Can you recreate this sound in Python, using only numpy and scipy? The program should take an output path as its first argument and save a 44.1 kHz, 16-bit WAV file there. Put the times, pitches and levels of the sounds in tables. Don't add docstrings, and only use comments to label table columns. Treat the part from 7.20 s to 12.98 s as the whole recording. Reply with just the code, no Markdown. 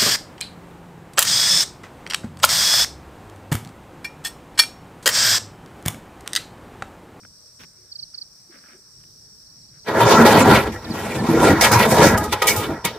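import sys
import numpy as np
from scipy import signal
from scipy.io import wavfile

SR = 44100
rng = np.random.default_rng(int(sys.argv[2]) if len(sys.argv) > 2 else 0)


def dump_mix(stems):
    frames = np.atleast_2d(stems).T
    limited = np.clip(frames, -1, 1)
    pcm = np.round(limited * 32767).astype(np.int16)
    wavfile.write(sys.argv[1], SR, pcm)


def how_loud(loudness_db):
    steps = np.asarray(loudness_db, float) / 20
    return 10 ** steps


N = 254898
TIP_S = 2.64
# pitch_hz, likeness
FAR_LIKENESS = [(60, 1), (180, 0.91), (550, 0.2), (1650, 0.47), (4970, 0.18), (15000, 0.33)]


def rms_one(x):
    return x / np.sqrt(np.mean(x ** 2) + 1e-20)


def in_time(rows):
    s, *columns = np.transpose(sorted(rows))
    t = np.arange(N) / SR
    return [np.interp(t, s, column) for column in columns]


def at_hz(points, hz):
    points_hz, values = np.array(points)[:, 0], np.array(points)[:, 1]
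    return np.interp(np.log(hz), np.log(points_hz), values)


def drift(rate, size=N):
    r = np.exp(-40 * np.pi * rate / SR)
    noise = rng.standard_normal(size // 20 + 2002)
    slow = signal.lfilter([1], [1, -2 * r, r * r], noise)[2000:]
    return np.interp(np.arange(size) / 20, np.arange(len(slow)), rms_one(slow))


def resonate(x, hz, width_hz):
    r = np.exp(-np.pi * width_hz / SR)
    feed = np.array([1, 0, -1]) * (1 - r * r) / 2
    return signal.lfilter(feed, [1, -2 * r * np.cos(2 * np.pi * hz / SR), r * r], x)


def grains(per_s, spread_db, size=N):
    hardness_db = spread_db * np.minimum(rng.exponential(1, (4, size)), 5)
    ticks = how_loud(hardness_db) * rng.choice([-1, 1], (4, size))
    happens = rng.random((4, size)) < per_s / SR
    return rms_one(ticks * happens + 1e-18).reshape(2, 2, size)


def bands(source, spectrum, likeness, patchy_db, patchy_rate):
    edges = 28 * 2 ** np.arange(0, 9.6, .5)
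    for k, (low, high) in enumerate(zip(edges, edges[1:])):
        band_pass = signal.butter(2, [low, high], "band", fs=SR, output="sos")
        mid, side = signal.sosfilt(band_pass, source[k % 2])
        hz = np.sqrt(low * high)
        alike = np.clip(at_hz(likeness, hz), -1, 1)
        gain = how_loud(at_hz(spectrum, hz) + patchy_db * drift(patchy_rate, len(mid)))
        yield hz, gain * (np.sqrt(1 + alike) * mid + np.sqrt(1 - alike) * side * [[1], [-1]])


def swells(rows):
    t = np.arange(N) / SR
    return sum(how_loud(db) * np.sin(np.pi * np.clip((t - s) / length, 0, 1)) for s, length, db in rows)


def surge(s, rise_s, fall_s, db):
    age = np.arange(N) / SR - s
    span_db = 20
    away = np.maximum(-age / max(rise_s, .002), age / max(fall_s, .01))
    return how_loud(2 * (db - span_db * away))


def insects():
    # time_s, level_db
    drone = [(0.0, -54), (0.43, -53), (0.72, -56), (0.89, -52.5), (1.11, -54.5), (1.74, -54.5),
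             (2.11, -52.5), (2.48, -53.5), (2.6, -52)]
    # pitch_hz, width_hz, level_db
    singing = [(4900, 820, -8.5), (5220, 1600, 4), (5500, 430, 9), (5780, 78, 10), (7430, 1800, -3.5)]
    t = np.arange(N) / SR
    clicks = grains(per_s=7700, spread_db=0.0)[0]
    chorus = 0
    for hz, width_hz, db in singing:
        voice = resonate(resonate(clicks, hz, width_hz), hz, width_hz)
        chorus = chorus + how_loud(db + 1.5 * drift(8)) * voice
    chorus = signal.sosfilt(signal.butter(4, 4250, "high", fs=SR, output="sos"), chorus)
    chorus = chorus - resonate(chorus, 6720, 1160)
    after_db = -54
    chorus_db = np.where(t < drone[-1][0], in_time(drone)[0], after_db)

    cricket_hz, pulses_per_s, first_s, last_s = 8520, 40.0, -.004, 1.84
    beat = np.sin(np.pi * pulses_per_s * (t - first_s))
    cricket = (t < last_s) * np.abs(beat) ** 3 * np.sin(2 * np.pi * cricket_hz * t)
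    cricket_db = -62 - 1.7 + 1.1 * drift(5.9)
    return how_loud(chorus_db) * rms_one(chorus) + how_loud(cricket_db) * cricket * how_loud([[1.5], [-1.5]])


def rumble_gain():
    # time_s, level_db
    jolts = [
        (.03, -56),
        (.41, -54.5),
        (.83, -60),
    ]
    early_db, later_db, stronger_s = -67.5, -61.5, 1.76
    steady_db = np.where(np.arange(N) / SR < stronger_s, early_db, later_db)
    jolt_power = sum(surge(s, rise_s=0.027, fall_s=0.14, db=db) for s, db in jolts)
    return np.sqrt(how_loud(2 * steady_db) + jolt_power)


def field():
    # pitch_hz, level_db (per Hz)
    field_colour = [(18, -39), (30, -9), (149, -1), (238, -11), (907, -22), (1310, -19), (3540, -40),
                    (4150, -15), (5680, 2), (6650, -30), (7990, -12), (9350, -25), (12500, -20),
                    (14600, -17), (15800, -17)]
    noise = rng.standard_normal((2, 2, N))
    parts = list(bands(noise, field_colour, FAR_LIKENESS, patchy_db=2.2, patchy_rate=3.2))
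    rumble = sum(band for hz, band in parts if hz < 317)
    leaves = sum(band for hz, band in parts if 317 < hz < 3580)
    air = sum(band for hz, band in parts if 3580 < hz < 10000)
    top = sum(band for hz, band in parts if hz > 10000)
    hiss = how_loud(-69) * rms_one(leaves) + how_loud(-68.5) * rms_one(air) + how_loud(-68.5) * rms_one(top)
    return rumble_gain() * rms_one(rumble) + hiss


def walking():
    # start_s, length_s, level_db
    steps = [
        (.388, 0.047, -48.5),
        (.425, 0.031, -49),
        (1.8, 0.026, -68),
        (1.835, 0.0086, -55),
    ]
    # pitch_hz, level_db (per Hz)
    step_colour = [(35, -41), (60, -37), (163, 10), (810, -3), (1120, 3.5), (2710, 0), (5580, -6),
                   (9510, -15), (15500, -15)]
    # start_s, length_s, level_db
    clods = [
        (.032, 0.0088, -53),
        (.047, 0.011, -50),
        (.8, 0.027, -80),
        (.93, 0.036, -65),
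        (1.3, 0.097, -54),
        (1.38, 0.17, -58),
        (1.48, 0.097, -58),
        (2.52, .08, -64),
    ]
    # pitch_hz, level_db (per Hz)
    wheel_colour = [(120, -37), (200, -6), (300, -4), (468, -18), (591, 2), (1060, -35), (1490, -2.5),
                    (3000, -17), (4940, -55), (8360, -120)]
    # start_s, length_s, pitch_hz, level_db
    frame_hums = [
        (0.56, 0.12, 362, -69),
        (1.285, 0.041, 340, -60),
        (1.334, 0.11, 1160, -70),
        (1.525, 0.079, 368, -59),
    ]
    size = int(TIP_S * SR)
    dirt = grains(per_s=3700, spread_db=4.5, size=size)
    crunch = sum(band for hz, band in bands(dirt, step_colour, FAR_LIKENESS, 0.83, 30))
    roll = sum(band for hz, band in bands(dirt[..., ::-1], wheel_colour, FAR_LIKENESS, 0.8, 48))
    near = swells(steps)[:size] * rms_one(crunch) + swells(clods)[:size] * rms_one(roll)
    for s, length, hz, db in frame_hums:
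        hum = resonate(dirt[0, 0], hz, 17)
        near = near + swells([(s, length, db)])[:size] * rms_one(hum)
    return np.pad(near, ((0, 0), (0, N - size)))


def chirps():
    # start_s, notes (count), level_db
    trills = [
        (.715, 4, -35),
        (.939, 3, -34),
        (1.3, 1, -54),
        (1.38, 1, -52),
        (2.26, 2, -53),
        (2.41, 3, -55),
        (2.59, 2, -52),
    ]
    # start_s, length_s, start_hz, end_hz, level_db
    whistles = [
        (3.637, 0.028, 6470, 2900, -39.5),
        (3.698, 0.037, 5500, 3700, -37),
        (3.975, 0.046, 5500, 3700, -40),
    ]
    gap_s, note_s, grows_s, grows_db = .0355, 0.018, 0.001, 1.0
    top_hz, end_hz, sinks_hz = 5160, 4120, 45
    notes = list(whistles)
    for s, count, db in trills:
        for k in range(round(count)):
            notes.append((s + k * gap_s, note_s + k * grows_s, top_hz, end_hz - k * sinks_hz,
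                          db + k * grows_db))
    return notes


def bird():
    out = np.zeros(N)
    for s, length, start_hz, end_hz, db in chirps():
        first, size = int(s * SR), int(length * SR)
        x = np.arange(size) / size
        hz = start_hz * (end_hz / start_hz) ** x
        loudness = how_loud(db) * np.sin(np.pi * x ** 1.12)
        out[first:first + size] += loudness * np.sin(2 * np.pi * np.cumsum(hz) / SR)
    direct = np.array([out, np.roll(out, 6)]) * how_loud([[-3], [3]])
    return direct + how_loud(-45) * np.roll(out, 700)


def load():
    # time_s, pressure_db, weight_db (added to pressure)
    slides = [
        [(2.64, -67, -8), (2.69, -20, -11.5), (2.734, -24.5, -4), (2.808, -13, -11), (2.862, -18, -4),
         (2.874, -14, -5), (2.918, -12.5, -8.5), (3.362, -13.5, -1.5), (3.51, -34.5, -2)],
        [(3.52, -40, 9), (3.546, -32, -10), (3.602, -41.5, -4), (3.716, -37.5, 8), (3.75, -29.5, -0.5),
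         (3.864, -32, -2), (4.048, -28, 5.5), (4.084, -28.5, -23), (4.09, -25, 8)],
        [(4.1, -24, 6.5), (4.114, -21.5, 3), (4.274, -12.5, -3.5), (4.32, -15, 3), (4.392, -19, -11),
         (4.546, -14, -9.5), (4.684, -18, -4.5), (4.826, -9.5, -2.5), (4.965, -18.5, 1)],
        [(4.975, -24, 2), (5.101, -32.5, -2), (5.133, -20.5, -16), (5.213, -41, -13), (5.219, -24, -18),
         (5.507, -27.5, 3), (5.633, -44, -12), (5.651, -39, 10), (5.78, -40.5, -14)],
    ]
    # slip_s, change_db
    sticks = [
        (4.408, -3.5),
        (4.512, -7),
        (4.703, -4),
        (5.122, -16),
        (5.218, 1),
        (5.266, -2),
        (5.646, -2.5),
    ]
    stick_s = 0.04
    t = np.arange(N) / SR
    pressure_db, weight_db = in_time([tuple(row) for slide in slides for row in slide])
    caught_db = sum(db * (t < s) * np.clip(2 + 2 * (t - s) / stick_s, 0, 1) for s, db in sticks)
    return pressure_db + caught_db, pressure_db + weight_db


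def stroke_levels():
    # fastest_s, rise_s, fall_s, scrape_db, dryness_db
    jerk_rows = [(2.687, 0.027, 0.017, -29.5, -11), (2.81, 0.054, 0.056, -24.5, -4.5),
                 (2.918, 0.1, 0.15, -22, 0), (3.065, 0.025, 0.15, -19, -3),
                 (3.206, 0.14, 0.07, -20.5, -2.5), (3.36, 0.18, 0.093, -19, -3),
                 (3.523, 0.0085, 0.12, -40.5, -0.5), (3.762, 0.16, 0.48, -40, 1.5),
                 (3.934, 0.15, 0.14, -32.5, -5), (4.1, 0.059, 0.18, -38, 1),
                 (4.263, 0.16, 0.13, -20.5, -3.5), (4.412, 0.0043, 0.071, -16, 2),
                 (4.447, 0.027, 0.054, -12.5, -2.5), (4.529, 0.02, 0.19, -17, -2),
                 (4.63, 0.043, 0.043, -20, -2), (4.71, 0.048, 0.21, -28.5, 4),
                 (4.874, 0.16, 0.081, -20.5, 1.5), (4.983, 0.014, 0.024, -31, 11.5),
                 (5.042, 0.018, 0.038, -40.5, 12.5), (5.127, 0.011, 0.029, -19.5, -1),
                 (5.222, 0.0033, 0.026, -14.5, -2), (5.286, 0.025, 0.074, -21, 3.5),
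                 (5.458, 0.53, 0.048, -31, -5.5), (5.648, 0.0059, 0.089, -24, -6.5)]
    pressure_db, heft_db = load()
    scrape, grit = 0, 0
    for s, rise_s, fall_s, db, dry_db in jerk_rows:
        jerk = surge(s, rise_s, fall_s, db)
        scrape = scrape + jerk
        grit = grit + jerk * how_loud(2 * dry_db)
    pressed = how_loud(2 * 0.91 * pressure_db)
    powers = [how_loud(2 * pressure_db) + how_loud(2 * -4.5) * scrape,
              scrape + how_loud(2 * -18) * pressed,
              grit + how_loud(2 * -24.5) * pressed]
    return [heft_db] + [10 * np.log10(power) for power in powers]


def sheet_ring(small_db):
    # pitch_hz, width_hz, level_db (over the bare contact)
    tray_tones = [(105, 40, 7.5), (159, 11, 4.5), (235.4, 22.6, 13), (395, 24, -8), (534, 110, 5.5),
                  (670, 57, 12), (853, 188, 12.5), (948, 34, 8.5), (1123, 11, -36), (1338, 83, 12),
                  (1660, 6.4, -48), (1915, 31, 16.5), (2126, 54, 10), (2230, 20, 7)]
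    t = np.arange(int(.12 * SR))[:, None] / SR
    lesser_hz = np.exp(rng.uniform(np.log(330), np.log(4500), 30))
    lesser_db = small_db - 0.59 * np.log2(lesser_hz / 1000)
    lesser = np.column_stack([lesser_hz, 0.65 * np.sqrt(lesser_hz), lesser_db])
    hz, width_hz, db = np.vstack([tray_tones, lesser]).T
    height = how_loud(db + rng.normal(0, 3, len(hz))) * 2 * np.pi * width_hz / SR
    ring = (np.cos(2 * np.pi * hz * t) * np.exp(-np.pi * width_hz * t)) @ height
    ring[0] = 1
    return ring


def grind():
    # pitch_hz, level_db (per Hz)
    grind_colour = [(45, -41), (75, -11.5), (130, -1.5), (190, 1), (270, -4.5), (380, -3), (530, -5.5),
                    (750, -10), (1070, -8.5), (1500, -9), (2130, -20.5), (3000, -21), (6000, -23.5),
                    (15800, -25)]
    # pitch_hz, likeness
    near_likeness = [(60, 0.97), (150, 1), (380, 0.97), (950, 0.85), (2380, 0.8), (5980, -0.11),
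                     (15000, -0.26)]
    first = int(TIP_S * SR)
    size = N - first
    contacts = grains(per_s=6000, spread_db=1.5, size=size)
    contacts = contacts * how_loud(1.3 * drift(40, size))
    shares = how_loud(8 * np.array([drift(5, size) for spot in range(5)]))
    shares = shares / np.sqrt(np.sum(shares ** 2, axis=0))
    source = 0
    for share in shares:
        ring = sheet_ring(small_db=13.0)[None, None]
        source = source + signal.fftconvolve(contacts * share, ring, axes=2)[..., :size]
    layers = [0, 0, 0, 0]
    for hz, band in bands(source, grind_colour, near_likeness, patchy_db=2.5, patchy_rate=9.7):
        layer = np.searchsorted([317, 1790, 5070], hz)
        layers[layer] = layers[layer] + band
    sound = sum(how_loud(db[first:] - 2.5) * rms_one(layer) for db, layer in zip(stroke_levels(), layers))
    return np.pad(sound, ((0, 0), (first, 0)))


def ground():
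    shake_db, hold_s = -26, 0.15
    grows_db, slabs_down_s = 9.5, 3.3
    t = np.arange(N) / SR
    low_band = signal.butter(2, [60, 110], "band", fs=SR, output="sos")
    shake = signal.sosfilt(low_band, rng.standard_normal(N))
    r = np.exp(-1 / (hold_s * SR))
    held = signal.lfilter([1 - r], [1, -r], (t >= TIP_S) * how_loud(load()[1]))
    return how_loud(shake_db + grows_db * (t > slabs_down_s)) * held * rms_one(shake)


def knocks():
    # start_s, peak_db, low_db, grit_db, fade_s (time to drop 60 dB)
    hits = [(2.682, -28, 3.5, -32, 0.11), (3.062, 0.5, -2.5, -27, 0.11), (3.5184, -31, -24, -22, 0.17),
            (4.412, 2.5, -14, -23, 0.23), (4.515, 2, -11, -16.5, 0.13), (4.975, -23, 11, 0, 0.053),
            (4.9746, -23, 15, -2, 0.05), (5.038, -27, 10, -9, 0.22), (5.125, -12.5, -2, -29, 0.098),
            (5.218, -10.5, 0.5, -27, 0.092), (5.2697, -1, -30, -10, 0.24),
            (5.3612, -13.5, -5.5, -8.5, 0.29), (5.649, 1, -17.5, -13, 0.061)]
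    # pitch_hz, level_db, ring_s (time to drop 37 dB)
    slab_tones = [(497, -1, 0.13), (844, 6, 0.13), (1243, 5.5, 0.096), (2210, -19.5, 0.079),
                  (2865, -18, 0.11), (3700, -28.5, 0.0061), (5010, -19, 0.031), (7500, -46, .05)]
    t, out = np.arange(N) / SR, np.zeros((2, N))
    mid, side = rng.standard_normal((2, N))
    high_pass = signal.butter(2, 4500, "high", fs=SR, output="sos")
    grit = signal.sosfilt(high_pass, [mid + side, side - mid])
    luck_db = rng.normal(0, 2.77, (len(hits), len(slab_tones)))
    for (s, peak_db, low_db, grit_db, fade_s), strengths_db in zip(hits, luck_db):
        at = slice(int(s * SR), min(N, int((s + .4) * SR)))
        age = t[at] - t[at][0]
        fall = np.minimum(age / .0015, 1) * how_loud(-60 * age / fade_s)
        out[:, at] += how_loud(peak_db + grit_db - 6) * fall * grit[:, at]
        for (hz, tone_db, ring_s), own_db in zip(slab_tones, strengths_db):
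            ring = resonate(fall * mid[at], hz, 1.36 / ring_s)
            extra_db = low_db if hz < 1500 else 0
            out[:, at] += how_loud(peak_db + tone_db + own_db + extra_db + 12.5) * ring
    return out


def squeals():
    # start_s, length_s, pitch_hz, width_hz, level_db
    catches = [(2.779, 0.045, 395, 22, -19), (2.978, 0.095, 230.8, 6.3, -14), (3.174, 0.12, 247.8, 17, -17),
               (3.267, 0.057, 395, 12, -13), (4.116, 0.094, 466, 75, -21), (3.219, 0.02, 7100, 740, -32),
               (3.532, 0.046, 1780, 50, -46), (3.655, 0.029, 1765, 60, -44.5), (3.96, 0.066, 1766, 40, -41),
               (5.258, 0.082, 2244, 160, -24), (5.355, 0.07, 100, 19, -27.5), (2.91, 0.13, 1338, 72, -21),
               (4.513, 0.087, 105, 11, -15), (4.517, 0.076, 943, 27, -22)]
    out, noise = 0, rng.standard_normal(N)
    for s, length, hz, width_hz, db in catches:
        tone = resonate(resonate(noise, hz, width_hz), hz, width_hz)
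        out = out + swells([(s, length, db)]) * rms_one(tone)
    return out


def scene():
    return insects() + field() + walking() + bird() + grind() + ground() + knocks() + squeals()


def band_limit(x):
    return signal.sosfilt(signal.butter(12, 16480, fs=SR, output="sos"), x)


def record(dry):
    squashed = np.clip(1.444 * np.tanh(dry / 0.9), -.93, .93)
    top_cut = signal.cheby2(18, 70, 16000, fs=SR, output="sos")
    mix = signal.sosfilt(top_cut, squashed)
    return band_limit(mix)


dry = scene()
out = record(dry)
dump_mix(out)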